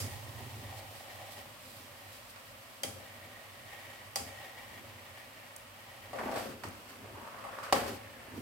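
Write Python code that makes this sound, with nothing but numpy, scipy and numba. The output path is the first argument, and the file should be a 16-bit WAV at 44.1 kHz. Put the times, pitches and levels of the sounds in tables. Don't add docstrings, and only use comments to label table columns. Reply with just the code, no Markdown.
import sys
import numpy as np
from scipy import signal
from scipy.fft import rfft, irfft
from scipy.io import wavfile
from scipy.ndimage import uniform_filter1d
from numba import njit

SR = 44100
rng = np.random.default_rng(int(sys.argv[2]) if len(sys.argv) > 2 else 0)


def wrap_up_sound(samples):
    columns = np.atleast_2d(samples).T
    tamed = np.clip(columns, -1, 1)
    steps = np.round(tamed * 32767).astype(np.int16)
    wavfile.write(sys.argv[1], SR, steps)


N = 370880
TIME = np.arange(N) / SR
TAIL = np.arange(SR) / SR


# frequency_hz, side_minus_mid_db
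STEREO_WIDTH = [(50, -20), (90, -16), (140, -12.5), (250, -5.5), (500, -9), (1000, 0), (2000, -0.5),
                (12000, 0.5)]

# time_s, rumble_db
FLAME_LEVELS = [(0.0, -43), (0.68, -53), (1.05, -61), (2.5, -63.5), (8.41, -64.5)]
FLAME_SPECTRUM = [(30, -36), (48, -8), (62, -24), (82, -7), (98, 6), (118, -1.5), (145, -10.5),
                  (175, -29.5), (400, -39)]
GAS_SPECTRUM = [(25, -43), (48, 5), (62, -11), (100, -13), (170, -7.5), (240, 0), (310, -7), (450, -8.5),
                (550, 3.5), (720, -5), (1150, -3), (1550, -7.5), (1950, -7), (3000, -8), (4200, -22),
                (9000, -45.5)]

SIZZLE_SPECTRUM = [(100, -26), (1200, -20), (2500, 0.5), (4600, 3.5), (6600, -2.5), (8300, 1.5),
                   (10000, -2.5), (12800, 0.5), (16000, -5)]
# peak_s, level_db, half_width_s (to 1/e of the power)
STEAM_PUFFS = [(0.785, -56, 0.016), (0.98, -62, 0.045), (1.325, -55.5, 0.016), (1.38, -59.5, 0.026),
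               (1.736, -60, 0.1), (2.15, -60, 0.033), (2.306, -56.5, 0.0095)]
SIZZLE_FIRST_DB, SIZZLE_LAST_DB, SIZZLE_SETTLE_S = -59.5, -64.5, 3.9

# start_s, length_s, rub_db, blade_db, spot_hz (pitch of the rubbed spot)
SOFT_STROKES = [(0.0, 0.8, -56.5, -62, 920), (0.6, 0.76, -56, -65, 720), (1.067, 0.032, -70, -57, 800),
                (1.31, 0.082, -55, -61.5, 760), (1.58, 0.56, -65.5, -66.5, 725),
                (2.298, 0.51, -70, -69, 560), (2.96, 0.48, -62, -61, 620), (3.443, 0.18, -62.5, -62.5, 700),
                (3.637, 0.34, -59.5, -56.5, 960), (4.236, 0.23, -58.5, -58.5, 780),
                (4.533, 0.56, -62, -61.5, 1010), (5.127, 0.056, -59.5, -54, 700),
                (5.288, 0.29, -63.5, -61.5, 580), (5.71, 0.44, -61, -61.5, 780)]
STROKE_ATTACK_S, STROKE_RELEASE_S = 0.044, 0.13
RUB_SPECTRUM = [(60, -38), (300, -3.5), (470, -6.5), (540, 7), (680, 1), (800, 6.5), (930, -4),
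                (1150, -1.5), (1500, -17.5), (3000, -8.5), (6000, -22)]
BLADE_SPECTRUM = [(100, -22), (1400, -15), (1750, -5), (1900, 5.5), (2050, -8), (2250, -3), (2600, -14.5),
                  (3100, -11.5), (4000, -19.5), (8000, -26)]

# start_s, length_s, paste_db, rumble_db (rumble of the hob)
PASTE_SHOVES = [(0.0, 0.05, -49, -71), (0.224, 0.25, -60.5, -58), (0.48, 0.19, -56.5, -53),
                (1.336, 0.044, -59, -54), (1.605, 0.22, -64.5, -81), (2.003, 0.13, -77, -66),
                (2.804, 0.045, -50, -60), (3.101, 0.21, -69, -70), (4.155, 0.066, -52, -58),
                (4.654, 0.31, -60.5, -64), (5.16, 0.24, -69, -71), (5.99, 0.13, -62, -64),
                (6.409, 0.091, -47.5, -51.5), (6.607, 0.058, -51, -49), (6.966, 0.24, -55.5, -58.5),
                (8.143, 0.12, -67, -60), (8.302, 0.11, -47, -50.5)]
SHOVE_ATTACK_S, SHOVE_RELEASE_S = 0.069, 0.066
PASTE_SPECTRUM = [(25, -52), (55, -22), (90, -8), (130, -16.5), (170, -13.5), (245, 2), (315, -7.5),
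                  (390, -4.5), (600, -22), (1500, -41)]
BOOM_SPECTRUM = [(40, -33.5), (70, -1.5), (100, 7.5), (135, -2.5), (180, -12), (260, -20), (500, -35)]

# start_s, tick_db, tick_t60_s, tick_low_edge_hz, ring_hz, ring_db,
# wok_hz, wok_db, room_db (echoes of the tick)
SPOON_CLINKS = [(0.002, -8, 0.16, 600, 5600, -14, 400, -15, 0.5),
                (2.8335, -4.5, 0.036, 500, 3320, -9.5, 566, -8, 0),
                (4.1577, -3, 0.026, 1200, 4930, -7.5, 750, -8.5, 1),
                (5.5630, -15, 0.019, 8500, 8700, -38, 600, -36, -9),
                (6.685, -26, 0.018, 5000, 5500, -37, 600, -38, -9)]
CHATTER_SPECTRUM = [(400, -12), (1200, -4.5), (2000, 1.5), (3600, -3), (5500, -1), (8200, 1), (11000, -2),
                    (13500, -7.5), (16000, -9)]
SPOON_MODES = [(3117, 0.025, -5), (3240, 0.02, -1), (4720, 0.015, 5), (4830, 0.012, 4.5), (5000, 0.013, 2),
               (6000, 0.0045, -4), (7500, 0.005, -5), (8500, 0.007, -1)]
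WOK_MODES = [(99.2, 0.78, -8), (210.6, 0.67, 3), (253, 1, -8), (268.2, 0.22, 4.5), (326, 0.5, -8),
             (384, 0.2, -3), (418, 0.29, -6.5), (447, 0.33, 2), (486, 0.33, -3), (541.3, 0.15, 11),
             (578.6, 0.18, -0.5), (623, 0.092, -0.5), (713, 0.093, 2), (799, 0.1, 4.5), (938, 0.074, -0.5),
             (1032, 0.058, -5.5), (1130, 0.072, 2.5), (1330, 0.12, 1.5), (1786, 0.091, -7),
             (1997, 0.064, 4.5)]

# start_s, blow_hz, blow_db, tick_db, wok_db, room_db
WOK_KNOCKS = [(2.3598, 1100, -36, -27.5, -28.5, 1), (2.847, 238, -21, -45, -19, 0),
              (3.6828, 785, -42, -36, -33, 2), (6.1312, 617, -18, -26.5, -11.5, 5),
              (6.187, 1510, -17.5, -27, -17, 4), (6.213, 790, -13.5, -33, -24, -3),
              (6.2695, 780, -15, -35, -14, 3.5), (6.315, 645, -15, -24, -16, 4),
              (6.339, 560, -17, -23, -14, 2), (6.3594, 615, -19.5, -18.5, -15, 4.5),
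              (6.455, 400, -19, -38, -19, -2), (6.6362, 1450, -20, -19.5, -21, 1),
              (6.6399, 890, -15, -21.5, -24, 0), (6.651, 267, -16.5, -45, -23, -1),
              (7.175, 400, -26, -45, -31, -1), (7.2165, 900, -31, -35, -25, -1),
              (7.2758, 1100, -21, -29, -34, -1), (7.385, 1100, -27, -34, -31, 6),
              (7.440, 1070, -29, -29, -16, 5), (7.587, 1080, -17, -27, -30, 3),
              (7.630, 1390, -25, -27, -34, 12), (7.7253, 815, 2.5, -0.5, 2, -3.5),
              (7.729, 760, 5.5, -4, -5.5, -4.5), (7.736, 460, -7, -30, -6, -8)]
TICK_SPECTRUM = [(300, -79), (1200, 2), (2400, 3.5), (3600, -4), (4600, -1.5), (6600, -9), (8500, -5.5),
                 (10000, -13), (13000, -12), (16000, -20)]

# start_s, length_s, rasp_db,
# swell_db_per_s, first_hz, last_hz, judder_db, grit_db
HARD_SCRAPES = [(6.137, 0.24, -48, 35, 694, 600, -56, -68), (6.17, 0.16, -56, -2, 1400, 1000, -48.5, -74),
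                (6.359, 0.17, -41.5, -67, 720, 446, -47.5, -50.5),
                (6.706, 0.13, -62, -23, 806, 704, -69, -65), (6.834, 0.13, -60, 1, 920, 925, -61, -68),
                (6.874, 0.025, -58, 0, 2900, 3200, -72, -58.5), (6.968, 0.15, -56, 8, 427, 585, -63, -84),
                (7.122, 0.577, -54, 11.5, 880, 1150, -72, -74),
                (7.733, 0.15, -34.5, -66, 490, 435, -42.5, -46),
                (7.854, 0.11, -46, -77, 467, 482, -41.5, -49),
                (7.948, 0.39, -57, 5.5, 1770, 1700, -65, -74), (8.332, 0.053, -54, 0, 900, 850, -58, -68)]
SCRAPE_ATTACK_S, SCRAPE_RELEASE_S = 0.028, 0.021
EDGE_DB, EDGE_GRIT_SHARE = -8, 0.72
SCRAPE_SPECTRUM = [(40, -33), (200, -10), (380, -6), (470, 1.5), (570, 8.5), (850, 1.5), (1300, -1.5),
                   (1900, -1.5), (2600, -8.5), (4000, -23), (8000, -34)]
EDGE_SPECTRUM = [(200, -37), (1400, 2), (2000, -5), (3200, 1), (3800, -1), (5000, -12), (8000, -31)]
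GRIT_SPECTRUM = [(100, -56), (1200, 7.5), (3000, 0), (4500, 7), (6500, -1), (8300, 1), (9800, -4.5),
                 (13000, 0), (16000, -13)]

TOP_HZ = 15900


def amp(db):
    return 10 ** (np.asarray(db) / 20)


def fade(t60):
    return np.exp(-np.log(1000) * TAIL / t60)


def unit(x):
    return x / np.sqrt(np.mean(np.sum(x ** 2, axis=-1)))


def through(x, response):
    return signal.oaconvolve(np.atleast_2d(x), np.atleast_2d(response), axes=-1)[:, :x.shape[-1]]


def colour(x, spectrum, size=4096):
    hz, db = np.transpose(spectrum)
    grid = np.maximum(np.fft.rfftfreq(size, 1 / SR), 1)
    curve_db = np.interp(np.log(grid), np.log(hz), db)
    cepstrum = irfft(np.log(amp(curve_db)))
    cepstrum[1:size // 2] *= 2
    cepstrum[size // 2 + 1:] = 0
    return through(x, irfft(np.exp(rfft(cepstrum))))


def level(x, band):
    band_pass = signal.butter(2, band, "band", fs=SR, output="sos")
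    middle = signal.sosfilt(band_pass, x.mean(axis=0))
    return x / middle.std()


def walk(rate):
    k = int(SR / rate)
    steps = np.repeat(rng.standard_normal(N // k + 1), k)[:N]
    smooth = uniform_filter1d(uniform_filter1d(steps, k), k)
    return smooth / smooth.std()


def waver(rate, depth_db):
    return amp(depth_db * walk(rate))


def pan(right_db):
    return amp([[-right_db], [right_db]])


def diffuse(size):
    mid, side = rng.standard_normal((2, size))
    return mid + colour(side, STEREO_WIDTH) * np.array([[1], [-1]])


def slips(rate, spread_db, patchy_db):
    happens = rng.random(N) < rate / SR
    size = np.minimum(rng.exponential(size=N), 5)
    sign = rng.choice([-1, 1], N)
    return happens * sign * amp(spread_db * size + patchy_db * walk(35))


def scattered(clicks, wet_db, t60=0.11):
    energy = np.abs(through(clicks ** 2, unit(fade(t60)) ** 2))
    return clicks + amp(wet_db) * np.sqrt(energy) * diffuse(N)


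@njit
def sweep(x, hz, q):
    y = np.empty_like(x)
    for c in range(len(x)):
        band, low = 0., 0.
        for i in range(len(hz)):
            g = np.tan(np.pi * hz[i] / SR)
            v = (band + g * (x[c, i] - low)) / (1 + g * (g + 1 / q))
            band, low, y[c, i] = 2 * v - band, low + 2 * g * v, v / q
    return y


def gesture(start, length, attack_s, release_s):
    age = TIME - start
    rise = np.clip(age / attack_s, 0, 1)
    return rise * np.exp(-np.clip((age - length) / release_s, 0, 20))


def together(envelopes, dbs):
    return np.sqrt(amp(dbs) ** 2 @ np.square(envelopes))


def ring(modes):
    total = 0
    for k, (hz, t60, db) in enumerate(modes):
        mode = unit(fade(t60) * np.sin(2 * np.pi * hz * TAIL))
        total = total + (-1) ** k * amp(db) * mode
    return unit(total)


def wok_response():
    modes = ring(WOK_MODES)
    side = unit(through(modes, rng.standard_normal(SR) * fade(0.013)))
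    return unit(modes + amp(-2.0) * side * np.array([[1], [-1]]))


def struck(wok, hz, q=1.0):
    return unit(signal.lfilter(*signal.iirpeak(hz, q, fs=SR), wok))


def boom(t60=1.0, build_s=0.028):
    swelling = fade(t60) * (1 - np.exp(-TAIL / build_s))
    return unit(colour(diffuse(SR) * swelling, BOOM_SPECTRUM))


def kitchen(low_t60=0.81, high_t60=0.41, early_t60=0.26, early_db=-4, build_s=0.0094):
    low = signal.sosfilt(signal.butter(2, 700, fs=SR, output="sos"), diffuse(SR))
    high = signal.sosfilt(signal.butter(2, 700, "high", fs=SR, output="sos"), diffuse(SR))
    tail = low * fade(low_t60) * (1 - np.exp(-TAIL / build_s)) + high * fade(high_t60)
    early = unit(diffuse(SR) * fade(early_t60))
    after_gap = TAIL > .002
    return unit((unit(tail) + amp(early_db) * early) * after_gap)


def heard(x, room, wet_db):
    return x + amp(wet_db) * through(x, room)


def add(out, s, sound):
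    start = max(int(s * SR), 0)
    out[:, start:start + sound.shape[-1]] += sound[:, :N - start]


def hob(gas_db=-57.0):
    time_s, rumble_db = np.transpose(FLAME_LEVELS)
    flame_gain = amp(np.interp(TIME, time_s, rumble_db))
    flame = level(colour(diffuse(N), FLAME_SPECTRUM), (70, 140))
    gas = level(colour(diffuse(N), GAS_SPECTRUM), (200, 3000))
    flame = flame * flame_gain * waver(rate=7.2, depth_db=1.0) * pan(right_db=2.0)
    return flame + gas * amp(gas_db)


def sizzle():
    calming = np.exp(-TIME / SIZZLE_SETTLE_S)
    steady = amp(SIZZLE_LAST_DB + (SIZZLE_FIRST_DB - SIZZLE_LAST_DB) * calming)
    flare_power = sum(amp(db) ** 2 * np.exp(-((TIME - s) / width) ** 2) for s, db, width in STEAM_PUFFS)
    bursts = slips(rate=9000, spread_db=2.5, patchy_db=.3)
    fizz = level(colour(scattered(bursts, wet_db=11.0), SIZZLE_SPECTRUM), (4000, 15000))
    return fizz * np.sqrt(steady ** 2 + flare_power) * pan(right_db=1.1)


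def stirring(spot_db=-7):
    _, _, rub_db, blade_db, spot_hz = np.transpose(SOFT_STROKES)
    strokes = [gesture(s, length, STROKE_ATTACK_S, STROKE_RELEASE_S) for s, length, *_ in SOFT_STROKES]
    power = np.square(strokes) + np.finfo(float).eps
    centre_hz = spot_hz @ power / power.sum(axis=0)
    catches = slips(rate=2500, spread_db=2.5, patchy_db=.9)
    contact = scattered(catches, wet_db=2.0, t60=0.031) * waver(rate=5.4, depth_db=1.5)
    wall = colour(contact, RUB_SPECTRUM)
    spot = sweep(wall, centre_hz, q=2.8)
    rub = level(unit(wall) + amp(spot_db) * unit(spot), (480, 1300))
    blade = level(colour(contact, BLADE_SPECTRUM), (1700, 2400))
    return rub * together(strokes, rub_db) + blade * together(strokes, blade_db)


def shoving():
    _, _, paste_db, rumble_db = np.transpose(PASTE_SHOVES)
    shoves = [gesture(s, length, SHOVE_ATTACK_S, SHOVE_RELEASE_S) for s, length, *_ in PASTE_SHOVES]
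    tears = scattered(slips(rate=660, spread_db=3.5, patchy_db=1.5), wet_db=-3.0)
    paste = level(colour(tears, PASTE_SPECTRUM), (170, 420))
    rumble = level(colour(diffuse(N), BOOM_SPECTRUM), (70, 140))
    return paste * together(shoves, paste_db) + rumble * together(shoves, rumble_db)


def chatter(t60, wet_db, room_t60=0.41):
    burst = unit(fade(t60)) ** 2
    echoes = np.abs(through(burst, unit(fade(room_t60)) ** 2))
    envelope = np.sqrt(burst + amp(wet_db) ** 2 * echoes)
    return unit(colour(diffuse(SR) * envelope, CHATTER_SPECTRUM))


def clinks(room, wok, boom_db=-8, wok_wet_db=-2, ring_wet_db=-3):
    out = np.zeros((2, N))
    for s, tick_db, tick_t60, low_edge_hz, ring_hz, ring_db, wok_hz, wok_db, room_db in SPOON_CLINKS:
        low_cut = signal.butter(2, low_edge_hz, "high", fs=SR, output="sos")
        edge = signal.sosfilt(low_cut, chatter(tick_t60, room_db)) * pan(right_db=0.5)
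        modes = [(hz, t60, db - 17 * abs(np.log2(hz / ring_hz))) for hz, t60, db in SPOON_MODES]
        spoon = unit(through(chatter(tick_t60, ring_wet_db), ring(modes)))
        body = heard(struck(wok, wok_hz, q=2.2), room, wok_wet_db) + amp(boom_db) * boom()
        add(out, s, amp(tick_db) * edge + amp(ring_db) * spoon + amp(wok_db) * body)
    return out


def push(hz, rise_cycles):
    cycles = hz * TAIL
    envelope = cycles * np.exp(-np.minimum(cycles / rise_cycles, 40))
    return unit(np.sin(2 * np.pi * cycles) * envelope)


def tick(t60, right_db):
    return unit(colour(diffuse(SR) * fade(t60), TICK_SPECTRUM)) * pan(right_db)


def knocks(room, wok, boom_db=-11):
    out = np.zeros((2, N))
    hob_boom = boom()
    for s, blow_hz, blow_db, tick_db, wok_db, room_db in WOK_KNOCKS:
        blow = amp(blow_db) * push(blow_hz, rise_cycles=0.44)
        metal = amp(tick_db) * tick(t60=0.038, right_db=1.0)
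        body = amp(wok_db) * struck(wok, blow_hz)
        sound = heard(blow + metal + body, room, room_db)
        add(out, s, sound + amp(wok_db + boom_db) * hob_boom)
    return out


def scrape_motion():
    envelopes, weight, centre = [], 0, 0
    for s, length, _, swell_db_per_s, first_hz, last_hz, *_ in HARD_SCRAPES:
        age = np.clip(TIME - s, 0, length)
        pressure = gesture(s, length, SCRAPE_ATTACK_S, SCRAPE_RELEASE_S)
        envelope = pressure * amp(swell_db_per_s * age)
        power = envelope ** 2 + np.finfo(float).eps
        glide_hz = first_hz + (last_hz - first_hz) * age / length
        weight, centre = weight + power, centre + power * glide_hz
        envelopes.append(envelope)
    return envelopes, centre / weight


def scraping(wok):
    _, _, rasp_db, _, _, _, judder_db, grit_db = np.transpose(HARD_SCRAPES)
    edge_db = EDGE_DB + rasp_db + EDGE_GRIT_SHARE * (grit_db - rasp_db)
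    scrapes, centre_hz = scrape_motion()

    contact = scattered(slips(rate=800, spread_db=2.3, patchy_db=.5), wet_db=1.5, t60=0.033)
    crumbs = scattered(slips(rate=4000, spread_db=3.5, patchy_db=.8), wet_db=7)
    jerks = scattered(slips(rate=1200, spread_db=4.0, patchy_db=0.5), wet_db=-3.5)

    wall = colour(contact, SCRAPE_SPECTRUM)
    spot = sweep(sweep(contact, centre_hz, q=2.2), centre_hz, q=2.2) / np.sqrt(centre_hz)
    rasp = unit(spot) + amp(3.0) * unit(wall) + amp(-4.5) * unit(through(contact, wok))

    rasp = level(rasp, (480, 2200))
    judder = level(colour(jerks, PASTE_SPECTRUM), (170, 420))
    edge = level(colour(crumbs, EDGE_SPECTRUM), (2300, 3800))
    grit = level(colour(crumbs, GRIT_SPECTRUM), (5000, 14000))
    layers = (rasp, rasp_db), (judder, judder_db), (edge, edge_db), (grit, grit_db)
    return sum(sound * together(scrapes, dbs) for sound, dbs in layers)


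def scene():
    room, wok = kitchen(), wok_response()
    background = hob() + sizzle()
    soft_moves = stirring() + shoving()
    hard_contacts = clinks(room, wok) + knocks(room, wok) + scraping(wok)
    return background + soft_moves + hard_contacts


def record(dry):
    thin = signal.sosfilt(signal.butter(4, 42, "high", fs=SR, output="sos"), dry)
    return signal.sosfilt(signal.ellip(10, .2, 70, TOP_HZ, fs=SR, output="sos"), thin)


dry = scene()
out = record(dry)
wrap_up_sound(out)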